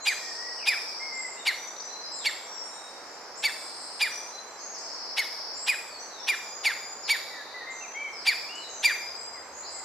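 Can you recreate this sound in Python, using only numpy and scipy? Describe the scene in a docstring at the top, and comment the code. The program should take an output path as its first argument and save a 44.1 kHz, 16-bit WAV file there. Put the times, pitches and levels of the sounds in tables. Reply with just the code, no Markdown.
"""An oak wood. A young woodpecker calls a short, sharp "kew" from its nest hole: a croak of pulses
rings the resonances of its throat, then a harmonic tone holds and slides down. A thrush flutes
nearby in almost pure tones. Farther off, small songbirds whistle, sweep and trill, smeared by
scattering among the trunks. A steady hush like far traffic and a faint rumble lie underneath."""
import sys
import numpy as np
from scipy import signal
from scipy.fft import rfft, irfft, next_fast_len
from scipy.io import wavfile
from scipy.ndimage import uniform_filter1d

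SR = 44100
rng = np.random.default_rng(int(sys.argv[2]) if len(sys.argv) > 2 else 0)


def materialize(psi):
    """Save the field psi as 16-bit PCM at rate SR to the path in sys.argv[1].

    A 1-D psi becomes a single channel; in a 2-D psi each row is a channel.
    """
    bounded = np.clip(np.atleast_2d(psi).T, -1, 1)
    quanta = np.round(bounded * 32767).astype(np.int16)
    wavfile.write(sys.argv[1], SR, quanta)


N = 433944


def woodpecker():
    """Source and filter: a gliding harmonic tone, plus pulses and breath shaped by the throat."""
    # The calls. Each row: start in seconds, level in dB, top pitch in Hz, time the pitch holds,
    # time the call stays loud and time of the fall, all in seconds, second harmonic lift in dB.
    calls = [(.072, -16.5, 2447, 0.016, .021, 0.057, 0.5), (.677, -16, 2496, .015, 0.019, .07, 0.5),
             (1.473, -17, 2376, 0.0064, 0.024, 0.048, 2), (2.263, -18.5, 2340, 0.0074, 0.015, 0.041, 5.5),
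             (3.447, -18.5, 2310, .017, .021, .045, 3.5), (4.016, -16.5, 2432, .018, .023, 0.056, -0.5),
             (5.185, -19.5, 2257, 0.015, 0.022, 0.039, -1.5),
             (5.685, -16.5, 2510, .015, 0.022, 0.059, -4.5), (6.29, -16, 2432, .015, 0.017, .054, -7.5),
             (6.657, -15.5, 2487, 0.0034, 0.024, 0.074, -1.5),
             (7.1, -16.5, 2305, 0.027, 0.025, 0.045, -0.5), (8.273, -16, 2390, 0.017, 0.026, 0.054, 3),
             (8.846, -13.5, 2400, .017, .021, 0.073, -1)]
    slide_hz_per_s, lowest_hz, droop_hz = 17000, 1390, 450   # a last droop adds to the slide
    croak_s, lead_s = .024, .003   # the croak and the tone begin this long before the start
    voice, excitation = np.zeros(N), np.zeros(N) + 1e-18
    jitter, flutter, breath = wander(N, 510), wander(N, 610), rng.standard_normal((2, N))
    for s, db, top_hz, held_s, loud_s, fall_s, second_db in calls:
        t = np.arange(round((held_s + fall_s) * SR)) / SR
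        onset = round(s * SR)
        here = slice(onset, onset + len(t))
        fallen = np.clip((t - held_s) / fall_s, 0, 1)
        end_hz = max(top_hz - slide_hz_per_s * fall_s, lowest_hz)
        rise_hz = top_hz * (1 - 0.0617 * np.exp(-t / 0.005))
        hz = rise_hz - (top_hz - end_hz) * fallen ** .9 - droop_hz * fallen ** 8
        hz = uniform_filter1d(hz, size=260) * (1 + 0.01 * jitter[here])
        phase = 2 * np.pi * np.cumsum(hz) / SR
        envelope = (1 - np.exp(-t / .0055)) * np.clip((1 - fallen) / .3, 0, 1)
        softened = np.clip((t - loud_s) / 0.0067, 0, 1)
        fade_db = uniform_filter1d(-7.0 * softened - 8.1 * fallen, size=260)
        tone = harmonics(phase, fallen, fade_db, flutter[here], second_db)
        # Period doubling: strong and weak cycles alternate, adding a line at 1.5 times the pitch.
        tone += from_db(-28.5 + 2 * fade_db + 7.45 * jitter[here]) * np.sin(1.5 * phase)
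        add(voice, s - lead_s, from_db(db) * envelope * tone)
        add(excitation, s - lead_s, from_db(db + 2 * fade_db - 37) * envelope * breath[0, here])
        before = slice(onset - round((croak_s + lead_s) * SR), onset)
        add(excitation, s - croak_s, croak(jitter[before], breath[:, before]))
    voice += throat(excitation)
    highpass = signal.butter(2, 500, "high", fs=SR, output="sos")   # a small bird radiates no bass
    return signal.sosfilt(highpass, voice)


def harmonics(phase, fallen, fade_db, flutter, second_db):
    """A periodic vibration is a harmonic series; here the high members flutter more and fade first."""
    # Base levels of harmonics 1 to 6 in dB.
    levels_db = [-1, -5.5, -21.5, -23, -35.5, -31.5]
    upper_db = 5.5 - 3 * np.sqrt(fallen)   # the slide dulls harmonics 3 to 6
    tone = 0
    for k, db in enumerate(levels_db):
        lift_db = (k == 1) * second_db + (k > 1) * upper_db
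        flutter_db = (k + 4 * fallen) * flutter
        tone += from_db(db + lift_db + fade_db * (1 + 0.95 * k) + flutter_db) * np.sin((k + 1) * phase)
    return tone


def croak(jitter, noise):
    """Pulse excitation: a quickening train, uneven in timing and strength, sounds rough."""
    start_hz, end_hz = 560, 960
    u = np.arange(len(jitter)) / len(jitter)
    rate_hz = (start_hz + (end_hz - start_hz) * u ** .8) * (1 + .07 * jitter)
    cycles = np.floor(np.cumsum(rate_hz) / SR)
    pulses = np.diff(cycles, prepend=0) * from_db(1.5 * noise[0]) + .06 * noise[1]
    rounded = np.convolve(pulses, np.hanning(6) / 2.5, "same")
    return from_db(-29.5 - 26 * (1 - u) ** 2) * np.minimum(12 * (1 - u), 2) * rounded


def throat(excitation):
    """Resonance: each formant of the throat rings as a damped oscillator."""
    # The formants. Each row: frequency in Hz, bandwidth in Hz, gain in dB.
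    formants = [(800, 230, -18.5), (2380, 910, 4), (3800, 1220, 5), (5500, 600, -4.5), (10600, 3300, 1.5)]
    out = np.zeros(N)
    for k, (hz, width_hz, db) in enumerate(formants):
        radius = np.exp(-np.pi * width_hz / SR)
        feedback = [1, -2 * radius * np.cos(2 * np.pi * hz / SR), radius ** 2]
        out += (-1) ** k * from_db(db) * signal.lfilter([1, 0, -1], feedback, excitation)
    return out


def reflections(voice):
    """Interference and echo: a bough's reflection beats with the slide; rough bark returns a smear."""
    bough_s, echo_s, smear_s = .008, 0.057, 0.005
    voice = voice + from_db(-12) * np.pad(voice, (round(bough_s * SR), 0))[:N]
    bark = rng.standard_normal(round(smear_s * SR))
    smeared = signal.fftconvolve(voice, bark / np.linalg.norm(bark))
    echo = np.pad(smeared, (round(echo_s * SR), 0))[:N]
    scatter = wood(voice, gap_s=0.00079, build_s=0.0011, likeness=0.71, decay_scale=0.75)
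    return voice * from_db([[-.2], [.2]]) + from_db(-19) * echo + from_db(-6.5) * scatter


def thrush():
    """Almost pure tones a little to the left; amplitude modulation warbles the longer ones."""
    # The song. Each row: start and length in seconds, start, middle and end pitch in Hz, level in dB.
    notes = [(0.205, 0.12, 1874, 1873, 1815, -42), (.37, 0.17, 1822, 1935, 1893, -41.5),
             (0.584, .038, 2880, 2800, 2070, -47.5), (0.622, 0.032, 2860, 2410, 2100, -39),
             (0.703, 0.078, 2310, 2295, 2316, -33), (0.997, 0.13, 2060, 2165, 2058, -36),
             (1.1, 0.18, 2096, 2086, 1990, -34.5), (1.363, 0.037, 2600, 2800, 2950, -52.5),
             (7.295, 0.068, 2093, 1950, 2030, -44), (7.335, .092, 1950, 1770, 1670, -43),
             (7.538, 0.06, 2027, 1990, 1990, -40), (7.605, 0.049, 1880, 1884, 1830, -39),
             (7.666, 0.063, 2030, 2105, 2050, -37.5), (7.807, 0.055, 2710, 2620, 2150, -42.5),
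             (7.933, 0.193, 3220, 3120, 3160, -49.5), (7.944, 0.15, 2080, 2317, 2110, -32),
             (8.324, 0.015, 2540, 2490, 2420, -29), (8.488, 0.13, 2700, 2936, 2900, -40),
             (8.895, 0.063, 2580, 2274, 2100, -33.5), (9.343, .052, 2190, 2040, 1850, -47.5),
             (9.744, 0.073, 2130, 2074, 2010, -52)]
    warble_hz, warble_from_s, depth_per_s = 23.9, 0.071, 5.3
    song, waver = np.zeros(N), 0.0053 * wander(N, 78)
    for s, length, *pitches_hz, db in notes:
        note = whistle(length, *pitches_hz, waver[round(s * SR):])
        t = np.arange(len(note)) / SR
        depth = np.clip(depth_per_s * (length - warble_from_s), 0, 1)
        warble = 1 - depth / 2 * (1 + np.sin(2 * np.pi * warble_hz * t))
        add(song, s, from_db(db) * note * warble)
    scatter = wood(song, gap_s=0.0015, build_s=0.0026, likeness=0.52, decay_scale=1.0)
    return song * from_db([[1.1], [-1.1]]) + from_db(-0.5) * scatter


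def songbirds():
    """Direct sound weakens with distance, so the far birds arrive mostly as a diffuse field."""
    # Far steady notes. Each row: start and length in seconds, pitch in Hz, level in dB.
    held = [(0, 0.026, 4130, -28), (1.541, .35, 5950, -37.5), (1.875, 0.15, 4085, -36.5),
            (2.157, 0.13, 7480, -42), (2.697, 0.2, 3810, -48), (3.02, 0.11, 7190, -52.5),
            (3.297, 0.05, 5345, -40), (3.622, 0.4, 8640, -46.5), (4.095, 0.088, 5890, -34.5),
            (4.194, 0.13, 6470, -41), (4.304, 0.059, 4058, -38.5), (4.453, 0.089, 7310, -50),
            (6.279, 0.11, 7220, -45), (6.311, 0.57, 4930, -44.5), (6.7, .12, 6915, -39.5),
            (7.745, 0.11, 6083, -34), (8.077, 0.34, 7750, -58), (8.672, 0.13, 7340, -47.5),
            (8.732, 0.15, 6110, -34.5)]
    # Far glides. Each row: start and length in seconds, start and end pitch in Hz, level in dB.
    glides = [(0, 0.13, 6750, 6080, -34.5), (0.014, 0.05, 7000, 7880, -36.5),
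              (1.124, .082, 7240, 7800, -36.5), (1.267, 0.071, 7550, 6800, -45),
              (1.365, 0.1, 3800, 3550, -41.5), (2.113, 0.045, 7980, 7060, -35.5),
              (2.166, 0.09, 4580, 3000, -38), (2.456, 0.16, 5806, 5414, -37), (2.516, .26, 7550, 6940, -51),
              (2.627, 0.044, 8640, 8350, -41), (3.349, 0.036, 6100, 8400, -37),
              (3.457, 0.1, 8430, 9180, -40), (3.578, 0.037, 8860, 7280, -41),
              (3.761, .055, 8500, 7300, -43), (4.561, 0.061, 5500, 4100, -40),
              (4.721, 0.056, 6640, 4280, -33.5), (5.536, 0.11, 7060, 7880, -37.5),
              (5.889, 0.1, 4600, 4355, -36), (5.986, 0.049, 5550, 6550, -34.5),
              (6.075, 0.15, 4210, 3440, -46), (6.178, .078, 5220, 6000, -36),
              (6.419, 0.16, 6960, 6640, -39.5), (6.834, 0.25, 7170, 6720, -44.5),
              (7.024, .063, 5560, 3720, -30), (7.696, 0.027, 7850, 5960, -37.5),
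              (8.118, 0.12, 5600, 4080, -42.5), (8.119, .1, 5500, 4570, -39),
              (8.57, 0.077, 4360, 3800, -37.5), (8.686, 0.024, 7040, 6100, -31),
              (8.996, 0.15, 5030, 4900, -36.5), (9.152, 0.068, 7790, 7390, -40.5),
              (9.518, 0.068, 6130, 7260, -36.5), (9.625, 0.047, 3850, 5230, -33),
              (9.7, 0.066, 8120, 7130, -38)]
    # Far notes that rise and fall. Each row: start and length in seconds, top pitch in Hz, level in dB.
    arches = [(2.009, .1, 5210, -36), (4.582, .082, 6630, -32.5)]
    # Far trills of falling sweeps. Each row: start and length in seconds, top pitch in Hz, level in dB.
    trills = [(.169, 0.89, 5810, -37.5), (2.851, 0.96, 5790, -49.5), (3.495, 0.55, 5380, -42.5),
              (4.806, 0.73, 5690, -37.5), (7.146, 0.48, 4800, -45.5), (8.269, 0.17, 5530, -40)]
    # Nearer arched squeaks. Each row: start in seconds, top pitch in Hz, level in dB.
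    squeaks = [(.286, 8700, -55), (.505, 8460, -57), (.738, 8730, -54), (.98, 8100, -58)]
    # Nearer sharp rising ticks. Each row: start in seconds, middle pitch in Hz, level in dB.
    ticks = [(1.672, 6730, -39), (1.762, 4100, -40.5), (1.801, 4900, -35.5), (1.849, 6970, -43),
             (4.783, 7500, -42.5), (8.552, 7040, -37.5)]
    arch_foot = .89   # start and end pitch as a share of the top
    sweeps_per_s, squeak_s, tick_s = 28.5, .09, 0.0084
    far, near, waver = np.zeros(N), np.zeros(N), .008 * wander(N, 60)
    far_notes = [(s, length, hz, hz, hz, db) for s, length, hz, db in held]
    far_notes += [(s, length, a, a + .6 * (b - a), b, db) for s, length, a, b, db in glides]
    far_notes += [(s, length, arch_foot * hz, hz, arch_foot * hz, db) for s, length, hz, db in arches]
    for s, length, *pitches_hz, db in far_notes:
        add(far, s, from_db(db) * whistle(length, *pitches_hz, waver[round(s * SR):]))
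    for s, length, hz, db in trills:
        for start in np.arange(s, s + length, 1 / sweeps_per_s):
            bend = waver[round(start * SR):]
            sweep = whistle(1.6 / sweeps_per_s, hz, .875 * hz, .75 * hz, bend, edge_s=0.0011)
            add(far, start, from_db(db) * sweep)
    near_notes = [(s, squeak_s, arch_foot * hz, hz, arch_foot * hz, db) for s, hz, db in squeaks]
    near_notes += [(s, tick_s, .87 * hz, hz, 1.13 * hz, db) for s, hz, db in ticks]
    for s, length, *pitches_hz, db in near_notes:
        note = whistle(length, *pitches_hz, waver[round(s * SR):], edge_s=0.068 * length)
        add(near, s, from_db(db) * note)
    scatter = wood(far + from_db(1.5) * near, gap_s=0, build_s=0.0031, likeness=0.27, decay_scale=1.02)
    direct = from_db(-17) * far * from_db([[2.5], [-2.5]]) + near * from_db([[0.0], [-6.0]])
    return scatter * from_db([[.7], [-.4]]) + direct


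def whistle(length_s, start_hz, middle_hz, end_hz, waver, edge_s=0.0058):
    """Frequency modulation: a soft-edged sine follows a parabola through three pitches, bent by waver."""
    size = round(length_s * SR)
    u = np.arange(size) / size
    hz = start_hz * (1 - u) * (1 - 2 * u) + 4 * middle_hz * u * (1 - u) + end_hz * u * (2 * u - 1)
    phase = 2 * np.pi * np.cumsum(hz * (1 + waver[:size])) / SR
    edges = np.clip(np.minimum(u, 1 - u) * length_s / edge_s, 0, 1)
    return np.sin(edges * np.pi / 2) ** 2 * np.sin(phase)


def wood(sound, gap_s, build_s, likeness, decay_scale):
    """Multiple scattering from trunks: a stereo tail of unit energy builds up and dies band by band."""
    # Reverberation. Each row: frequency in Hz, seconds to fall 60 dB at a decay_scale of 1.
    decay_times = [(500, 1.04), (2500, 0.82), (6000, 1.234), (10000, 1.28), (15000, 0.2)]
    t, edges_hz = np.arange(2 * SR) / SR, 400 * 2 ** np.arange(0, 5.5, .5)
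    white, tail = rng.standard_normal((2, len(t))), 0
    for low, high in zip(edges_hz, edges_hz[1:]):
        band = signal.sosfilt(signal.butter(2, [low, high], "band", fs=SR, output="sos"), white)
        t60_s = decay_scale * at_hz(decay_times, np.sqrt(low * high))
        mid, side = band * from_db(-60 * t / t60_s)
        tail += stereo(mid, side, likeness ** (low / 2500))   # the treble scatters more widely
    tail *= 1 - np.exp(-np.maximum(t - gap_s, 0) / build_s)
    return signal.fftconvolve(sound[None], tail / np.sqrt(np.sum(tail ** 2) / 2), axes=1)[:, :N]


def hush():
    """Partial coherence: steady noise, alike on both sides in the bass and unlike in the treble."""
    # The noise spectrum. Each row: frequency in Hz, relative spectral density in dB.
    spectrum = [(35, -62), (60, -28.5), (176, -11.5), (469, 3), (881, 5.5), (2190, -4), (3040, -14),
                (3750, -14.5), (4020, -8.5), (5570, -9), (6410, -7.5), (7380, -23), (8490, -21),
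                (9110, -25.5), (16000, -28.5)]
    # Likeness of the two sides. Each row: frequency in Hz, coherence from 0 to 1.
    coherence = [(60, 0.95), (180, 0.99), (550, 0.9), (1650, 0.67), (4970, 0.029), (15000, 0.12)]
    # Balance. Each row: frequency in Hz, left minus right level in dB.
    balance = [(60, -3), (240, 0.5), (950, -3.5), (3770, 0), (8000, -1), (15000, 1.0)]
    size = next_fast_len(N)
    hz = np.maximum(np.arange(size // 2 + 1) * SR / size, 1)
    mid, side = rfft(rng.standard_normal((2, size))) * from_db(at_hz(spectrum, hz))
    pair = stereo(mid, side, at_hz(coherence, hz))
    noise = irfft(pair * from_db(at_hz(balance, hz) / 2 * [[1], [-1]]), size)[:, :N]
    return from_db(-45) * noise / np.std(noise)


def rumble():
    """Narrow-band noise in the bass swells and sinks under a slow envelope."""
    # The envelope. Each row: time in seconds, level in dB.
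    swells = [(0.0, -81.5), (1.78, -80.5), (4.52, -83), (4.88, -81.5), (5.26, -82.5), (5.56, -73),
              (6.11, -82), (6.8, -75.5), (8.029, -79.5), (8.331, -72), (8.55, -79.5), (9.54, -69.5),
              (9.84, -76)]
    noise = signal.sosfilt(signal.butter(3, [56, 92], "band", fs=SR, output="sos"), rng.standard_normal(N))
    swell_db = np.interp(np.arange(N) / SR, *np.transpose(swells))
    return from_db(swell_db) * noise / np.std(noise)


def stereo(mid, side, coherence):
    """Sum and difference of two independent noises give a pair of the chosen coherence."""
    return np.sqrt(1 + coherence) * mid + np.sqrt(1 - coherence) * side * [[1], [-1]]


def wander(size, rate_hz):
    """Low-passed noise: a random fluctuation of unit standard deviation."""
    slow = signal.sosfilt(signal.butter(2, rate_hz, fs=SR, output="sos"), rng.standard_normal(size))
    return slow / np.std(slow)


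def from_db(db):
    """Decibels to amplitude ratio."""
    return 10 ** (np.asarray(db) / 20)


def at_hz(points, hz):
    """Interpolation on a logarithmic frequency axis."""
    known_hz, values = np.transpose(points)
    return np.interp(np.log(hz), np.log(known_hz), values)


def add(track, s, sound):
    """Superposition: a sound joins a track at s seconds."""
    i = max(round(s * SR), 0)
    track[i:i + len(sound)] += sound[:N - i]


def scene():
    """Superposition: the pressures of the birds, their echoes and the background add."""
    return reflections(woodpecker()) + thrush() + songbirds() + hush() + rumble()


def record(dry):
    """Band limiting: a steep low-pass filter removes the highest treble."""
    stopband_hz = 16100
    return signal.sosfilt(signal.cheby2(12, 70, stopband_hz, fs=SR, output="sos"), dry)


dry = scene()
out = record(dry)
materialize(out)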